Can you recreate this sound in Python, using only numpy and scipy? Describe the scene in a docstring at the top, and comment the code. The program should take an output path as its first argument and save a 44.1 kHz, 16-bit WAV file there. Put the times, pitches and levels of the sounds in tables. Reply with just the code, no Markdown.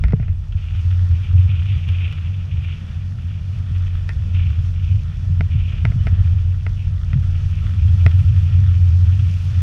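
"""Car on a wet dirt road

Heard from the car's body, which the road shakes into one low, booming resonance. Bumps thud and a loose
part clacks; the mount squeaks. Tyres roar, hiss and crackle on wet grit; puddles spray the underside.
At the end the mist of an oncoming car swells faintly."""
import sys
import numpy as np
from scipy import signal
from scipy.fft import rfft, irfft, next_fast_len
from scipy.io import wavfile
from scipy.ndimage import uniform_filter1d, map_coordinates

SR = 44100
rng = np.random.default_rng(int(sys.argv[2]) if len(sys.argv) > 2 else 0)


def to_wav(s):
    """Save 16-bit WAV."""
    ch = np.atleast_2d(s).T  # columns
    pcm = np.round(np.clip(ch, -1, 1) * 32767)  # PCM
    wavfile.write(sys.argv[1], SR, pcm.astype(np.int16))


N = 424241

# mount squeaks: t/s, level/dB, f/Hz, length/s
MOUNT_SQUEAKS = [(1.7, -61, 4620, .08), (5.97, -46.5, 2990, 0.066), (7.596, -49, 1315, 0.069)]
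# struck metal: t/s, level/dB, f/Hz, t60/s
METAL_PINGS = [(4.093, -38, 1816, 0.12)]
# wet grit hitting the arches: t/s, level/dB
GRIT_HITS = [(0.523, -35), (0.75, -32), (0.906, -32), (1.888, -26.5), (2.126, -29.5), (4.346, -29.5),
             (7.881, -31.5), (8.112, -29.5), (8.19, -32), (8.284, -36.5), (9.192, -31)]
# water under the treads: t/s, hiss/dB, mist/dB
TREAD_WATER = [(0.0, -56.5, -65), (0.38, -61.5, -67), (0.88, -51.5, -58.5), (1.8, -52.5, -61),
               (1.92, -50, -60.5), (2.34, -54, -62), (2.93, -52, -60), (3.05, -57, -62), (3.79, -53, -61),
               (4.47, -53, -59), (5.21, -55.5, -60.5), (6.21, -50.5, -59.5), (6.63, -56, -61),
               (8.08, -49.5, -55.5), (8.8, -51.5, -57), (9.62, -50.5, -53)]
# puddle crossings: t/s, length/s, spray/dB
PUDDLE_CROSSINGS = [(0.553, 0.24, -51), (1.217, 0.053, -46), (1.36, 0.064, -47), (1.466, 0.37, -46),
                    (1.855, 0.16, -43.5), (1.998, 0.12, -41), (2.192, 0.24, -48.5), (2.5, 0.048, -45),
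                    (2.612, 0.14, -45.5), (3.164, .17, -53), (3.71, 0.21, -54.5), (4.325, 0.18, -45),
                    (4.813, 0.11, -49.5), (5.484, .3, -46), (6.747, .07, -52.5), (7.487, .08, -52),
                    (8.44, 0.1, -53.5), (9.103, 0.32, -49.5)]
# loose part striking: t/s, level/dB, relative knock/dB, relative snap/dB, relative rattle/dB
PART_STRIKES = [(0.039, -20.5, -9.5, -15, -11), (0.083, -35, -7, -8, -5), (0.107, -36, -9, -12, -8),
                (0.123, -32.5, -5, -12, -11), (0.198, -39.5, 4, -24, -4), (0.226, -43.5, 1, -21, 3.5),
                (0.282, -37, -6, -21, -8), (4.0915, -23, -15.5, -8.5, -7), (5.4087, -17.5, -8, -20.5, -41),
                (5.8523, -14, -10, -17.5, -19), (5.92, -33.5, -4, -35, -10), (6.0697, -20.5, -5, -18, -9.5),
                (6.6656, -21, -11.5, -23, -19), (7.132, -25, -14, -23, -26),
                (8.0638, -12.5, -9, -16.5, -21)]
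# wheels hitting bumps: t/s, level/dB, f/Hz, t60/s
WHEEL_BUMPS = [(.043, 0, 58.7, 0.16), (0.136, 4.5, 124.6, 0.046), (.198, -3, 109, 0.098),
               (0.294, -7.5, 87.5, 0.25), (.548, -9.5, 86, 0.17), (3.712, -8, 91.7, 0.34),
               (5.298, -14.5, 145, .12), (5.401, -4.5, 150, 0.056), (5.551, -2, 100.4, 0.13),
               (5.846, -5.5, 113.1, .21), (5.899, -2, 91.5, 0.12), (5.957, -3, 120.4, 0.11),
               (6.126, 2.5, 90, 0.049), (6.201, 0.5, 87, 0.071), (7.134, -2.5, 98, 0.097),
               (7.154, -5, 131, 0.17), (8.056, 0, 103, 0.087), (8.242, -2, 85, 0.13)]
# suspension bottoming out: t/s, peak/dB
JOLTS = [(0.1339, -11)]
# shaking by the road: t/s, sway/dB, tyre drumming/dB
ROAD_SHAKE = [(0.0, -22, -27), (0.44, -26.5, -39), (1.78, -32.5, -34.5), (2.18, -35, -34), (3.61, -34, -35),
              (3.79, -26, -35), (5.11, -27.5, -34), (6.03, -22.5, -31), (6.63, -26.5, -36),
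              (7.15, -23.5, -32), (8.1, -28.5, -31.5), (9.62, -33.5, -31.5)]
# drive of the body resonance: t/s, level/dB
BOOM_DRIVE = [(0.0, -21.5), (0.34, -24.5), (0.4, -27.5), (0.72, -22), (0.82, -17.5), (1.14, -10),
              (1.25, -25), (1.36, -9), (1.68, -20), (1.78, -12), (2.49, -25), (2.59, -15.5), (2.79, -30),
              (2.91, -25), (4.21, -20.5), (4.39, -11.5), (4.77, -21.5), (4.95, -13.5), (5.13, -27.5),
              (5.33, -15.5), (5.69, -21), (6.23, -14), (7.11, -22.5), (7.25, -17.5), (7.72, -20),
              (7.84, -12), (8.85, -11.5), (9.26, -13), (9.44, -20), (9.62, -13.5)]

# water and grit spectra: f/Hz, relative level/dB
FINE_DROP_SPECTRUM = [(4500, -15), (6500, -0.5), (9000, 1), (11000, -3.5), (14000, -8), (15500, -17.5)]
GRIT_SPECTRUM = [(700, -25), (1350, -2.5), (2000, -10.5), (2650, 2.5), (3400, -2), (4100, -20.5),
                 (5700, -20.5), (8000, -45.5)]
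HISS_SPECTRUM = [(800, -23.5), (1080, -8), (1330, 0), (1600, -5.5), (1870, -2.5), (2100, -10),
                 (2500, -16.5), (3450, -5), (3900, -18.5), (6000, -33.5)]
MIST_SPECTRUM = [(3000, -9), (3800, 0), (5000, 1), (5600, 1.5), (6200, -1.5), (6900, -7), (8000, -11.5),
                 (9500, -16.5), (11000, -17), (13000, -21.5), (14000, -25.5), (15000, -38.5)]
SPRAY_SPECTRUM = [(1200, -31.5), (2080, -11.5), (2380, -1), (2680, -2), (3000, -3.5), (3500, -10.5),
                  (3900, -21.5), (5000, -43.5), (9000, -71)]
# impact spectra: f/Hz, relative level/dB
CLICK_SPECTRUM = [(500, -41), (900, -4), (1100, -13), (1380, -1.5), (1620, -6), (1850, -1.5), (2080, 1.5),
                  (2250, -4.5), (2480, -2.5), (2900, -14), (3600, -23), (4500, -39.5)]
KNOCK_SPECTRUM = [(110, -12.5), (190, 4.5), (270, 5), (340, -3), (430, 4.5), (530, -11.5), (660, -0.5),
                  (800, -10), (1400, -47), (3000, -62)]
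SNAP_SPECTRUM = [(2000, -30), (3300, -0.5), (4400, -3.5), (5400, 0), (6400, -17), (10000, -19),
                 (15000, -51.5)]
JOLT_SPECTRUM = [(70, -34.5), (160, 7.5), (270, -4), (380, -9.5), (450, -5.5), (540, -13), (700, -20),
                 (1200, -29), (2200, -37), (6000, -82)]
# rolling spectra: f/Hz, relative level/dB
ROAR_SPECTRUM = [(200, -5.5), (260, -2), (320, -4), (440, -4), (560, -5), (800, -8), (950, -9),
                 (1150, -12.5), (1500, -22), (2500, -61)]
SWAY_SPECTRUM = [(10, -17.5), (22, -8.5), (35, -0.5), (47, 7), (60, -3.5), (72, -5.5), (85, -7.5)]
DRUM_SPECTRUM = [(98, -20.5), (112, -3.5), (125, -9), (143, 6), (168, -9.5), (200, -10.5), (225, -19.5),
                 (260, -26), (305, -37)]


def amp(db):
    """Decibels to gain."""
    return 10 ** (np.asarray(db) / 20)


def unit(x):
    """Scale to rms 1."""
    return x / np.sqrt(np.mean(x ** 2) + 1e-20)


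def gain(spectrum, hz):
    """Spectrum's gain on a log axis; -36 dB/octave beyond both ends."""
    knot_hz, db = np.transpose(spectrum)
    octave, knots = np.log2(hz + 1), np.log2(knot_hz + 1)
    octaves_beyond = np.maximum(knots[0] - octave, 0) + np.maximum(octave - knots[-1], 0)
    return amp(np.interp(octave, knots, db) - 36 * octaves_beyond)


def curves(rows):
    """Per-sample curve of each column after the time."""
    times_s, *columns = np.transpose(rows)
    return [np.interp(np.arange(N) / SR, times_s, column) for column in columns]


def wobble(rate_hz):
    """Smooth random curve, rate_hz knots a second."""
    knots = rng.standard_normal(int(N * rate_hz / SR) + 4)
    return map_coordinates(knots, [np.arange(N) * rate_hz / SR])


def filtered(x, response):
    """Apply a frequency response."""
    size = next_fast_len(N + SR // 2)
    return irfft(rfft(x, size) * response(np.fft.rfftfreq(size, 1 / SR)), size)[:N]


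def coloured(x, spectrum):
    """Shape by a spectrum; rms 1."""
    return unit(filtered(x, lambda hz: gain(spectrum, hz)))


def steadied(x, span_s):
    """Flatten swells slower than span_s; quick beating stays."""
    power = np.abs(uniform_filter1d(x ** 2, max(int(span_s * SR), 1)))
    return unit(x / np.sqrt(power + 1e-9))


def blow(spectrum, size=4096):
    """Minimum-phase response of a struck part; peak 1."""
    magnitude = np.maximum(gain(spectrum, np.fft.rfftfreq(size, 1 / SR)), 1e-5)
    cepstrum = irfft(np.log(magnitude))
    cepstrum[1:size // 2] *= 2
    cepstrum[size // 2 + 1:] = 0
    response = irfft(np.exp(rfft(cepstrum)))
    return response / np.abs(response).max()


def ring(db, hz, t60_s, rise_s):
    """One decaying mode with a cushioned onset."""
    t = np.arange(SR // 3) / SR
    onset = 1 - np.exp(-(t / rise_s) ** 2)
    return amp(db - 60 * t / t60_s) * np.sin(2 * np.pi * hz * t) * onset


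def patter(drops_per_s, spread_db, wash_db):
    """Uneven droplet impacts on an even wash of smaller ones."""
    sizes = amp(spread_db * np.minimum(rng.standard_exponential(N), 6))
    drops = (rng.random(N) < drops_per_s / SR) * sizes * rng.choice([-1, 1], N)
    return unit(drops) + amp(wash_db) * rng.standard_normal(N)


def add(track, start_s, sound):
    """Mix a sound in at start_s."""
    part = track[max(round(start_s * SR), 0):][:len(sound)]
    part += sound[:len(part)]


def oncoming_car(closest_s=11, closest_m=2.6, closest_db=-66, closing_m_per_s=11):
    """An approaching car's mist swells as 1/distance."""
    distance_m = np.hypot(closest_m, closing_m_per_s * (np.arange(N) / SR - closest_s))
    mist = coloured(patter(600, spread_db=2.5, wash_db=2), FINE_DROP_SPECTRUM)
    return amp(closest_db) * closest_m / distance_m * mist


def squeaks(waver=0.0044):
    """The rubbing mount sings briefly on a slightly unsteady pitch."""
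    out = np.zeros(N)
    for start_s, db, hz, length_s in MOUNT_SQUEAKS:
        swell = np.hanning(int(length_s * SR))
        pitch_hz = hz * (1 + waver * wobble(150)[:len(swell)])
        add(out, start_s, amp(db) * swell * np.sin(2 * np.pi * np.cumsum(pitch_hz) / SR))
    return out


def pings():
    """Struck metal rings on one pitch."""
    out = np.zeros(N)
    for start_s, db, hz, t60_s in METAL_PINGS:
        add(out, start_s, ring(db, hz, t60_s, rise_s=0.0004))
    return out


def grit(t60_s=0.062):
    """Gobs of wet grit scatter on the arches in short bursts."""
    bursts, t = np.zeros(N), np.arange(SR // 8) / SR
    for start_s, db in GRIT_HITS:
        add(bursts, start_s, amp(db - 8 - 60 * t / t60_s))
    return bursts * coloured(rng.standard_normal(N), GRIT_SPECTRUM)


def tyres(mean_roar_db=-55, roar_db_per_hiss_db=0.66, fine_drop_db=-16, cluster_db=4):
    """Treads roar on dirt, squeeze water from wet grit and fling mist and clusters of fine drops."""
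    hiss_db, mist_db = curves(TREAD_WATER)
    roar_db = mean_roar_db + roar_db_per_hiss_db * (hiss_db - hiss_db.mean())
    roar = amp(roar_db + 0.8 * wobble(11)) * coloured(rng.standard_normal(N), ROAR_SPECTRUM)
    hiss = amp(hiss_db + 1.4 * wobble(22))
    hiss *= coloured(patter(900, spread_db=4.5, wash_db=3), HISS_SPECTRUM)
    mist = amp(mist_db + 0.93 * wobble(12))
    mist *= coloured(patter(700, spread_db=3.5, wash_db=5.5), MIST_SPECTRUM)
    clusters = amp(cluster_db * wobble(14))
    fine_drops = coloured(patter(400, spread_db=-0.5, wash_db=2), FINE_DROP_SPECTRUM)
    return roar + hiss + mist + amp(mist_db + fine_drop_db) * unit(clusters * fine_drops)


def spray(film_db=-2.5, patchy_db=2, build_s=0.022, drain_s=0.064, slosh_db=1.4, gush_db=2):
    """Water drums on the arches: thin patter from the road's film, a gush in each puddle."""
    t = np.arange(N) / SR
    hiss_db, _ = curves(TREAD_WATER)
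    power = amp(hiss_db + film_db + patchy_db * np.minimum(wobble(14), 1)) ** 2
    for start_s, length_s, db in PUDDLE_CROSSINGS:
        build = np.clip((t - start_s) / build_s, 0, 1)
        drain = np.exp(-np.maximum(t - start_s - length_s, 0) / drain_s)
        power += (amp(db) * build * drain) ** 2
    flow = np.sqrt(power) * amp(slosh_db * wobble(18) + gush_db * wobble(70))
    return flow * coloured(patter(1500, spread_db=2.5, wash_db=-2), SPRAY_SPECTRUM)


def clacks(rebound_s=0.001472, rebound_db=-7, rattle_t60_s=0.094):
    """A loose part strikes, rebounds at once and rattles as it settles."""
    out = np.zeros(N)
    click, knock, snap = blow(CLICK_SPECTRUM), blow(KNOCK_SPECTRUM), blow(SNAP_SPECTRUM)
    t = np.arange(len(click)) / SR
    for start_s, db, knock_db, snap_db, rattle_db in PART_STRIKES:
        hit = amp(db + 3) * (click + amp(knock_db + 2) * knock + amp(snap_db) * snap)
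        add(out, start_s, hit)
        add(out, start_s + rebound_s * rng.uniform(0.9, 1.1), amp(rebound_db) * hit)
        rattle = unit(signal.fftconvolve(rng.standard_normal(len(t)), click)[:len(t)])
        add(out, start_s, amp(db + rattle_db - 2.5 - 60 * t / rattle_t60_s) * rattle)
    return out


def bumps(rise_s=0.0045, jolt_ring_db=-16.5):
    """Bumps swing the body briefly; the suspension bottoms out with a dull knock and rings."""
    out = np.zeros(N)
    for start_s, db, hz, t60_s in WHEEL_BUMPS:
        add(out, start_s, ring(db, hz, t60_s, rise_s))
    for start_s, db in JOLTS:
        add(out, start_s, amp(db) * blow(JOLT_SPECTRUM))
        add(out, start_s, ring(db + jolt_ring_db, hz=434, t60_s=0.077, rise_s=rise_s))
    return out


def body(boom_hz=88.55, width_hz=6.83, skirt_hz=45, cutoff_hz=160, flutter_db=3.5):
    """Road roughness drives the body's main resonance, its sway and the tyres' drumming."""
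    def mode(hz, bandwidth_hz):
        damping = 1j * hz * bandwidth_hz
        return damping / (boom_hz ** 2 - hz ** 2 + damping)

    boom_db, = curves(BOOM_DRIVE)
    sway_db, drum_db = curves(ROAD_SHAKE)
    resonance = filtered(rng.standard_normal(N), lambda hz: mode(hz, width_hz) * mode(hz, skirt_hz))
    ruts = np.maximum(wobble(17), 0)
    rut_db = flutter_db * (ruts.mean() - ruts)  # the boom dips in each rut
    boom = amp(boom_db + rut_db) * steadied(unit(resonance), span_s=0.06)
    boom = filtered(boom, lambda hz: 1 / (1 + (hz / cutoff_hz) ** 8))
    sway = amp(sway_db) * steadied(coloured(rng.standard_normal(N), SWAY_SPECTRUM), span_s=0.2)
    drum = amp(drum_db) * steadied(coloured(rng.standard_normal(N), DRUM_SPECTRUM), span_s=0.15)
    return boom + sway + drum


def scene():
    """Mono sum at one point on the car."""
    rolling = body() + bumps() + tyres()
    return (rolling + oncoming_car() + spray() + grit() + clacks() + pings() + squeaks())[None]


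def record(dry, top_hz=15700):
    """Brick-wall low-pass."""
    return filtered(dry[0], lambda hz: hz < top_hz)[None]


dry = scene()
out = record(dry)
to_wav(out)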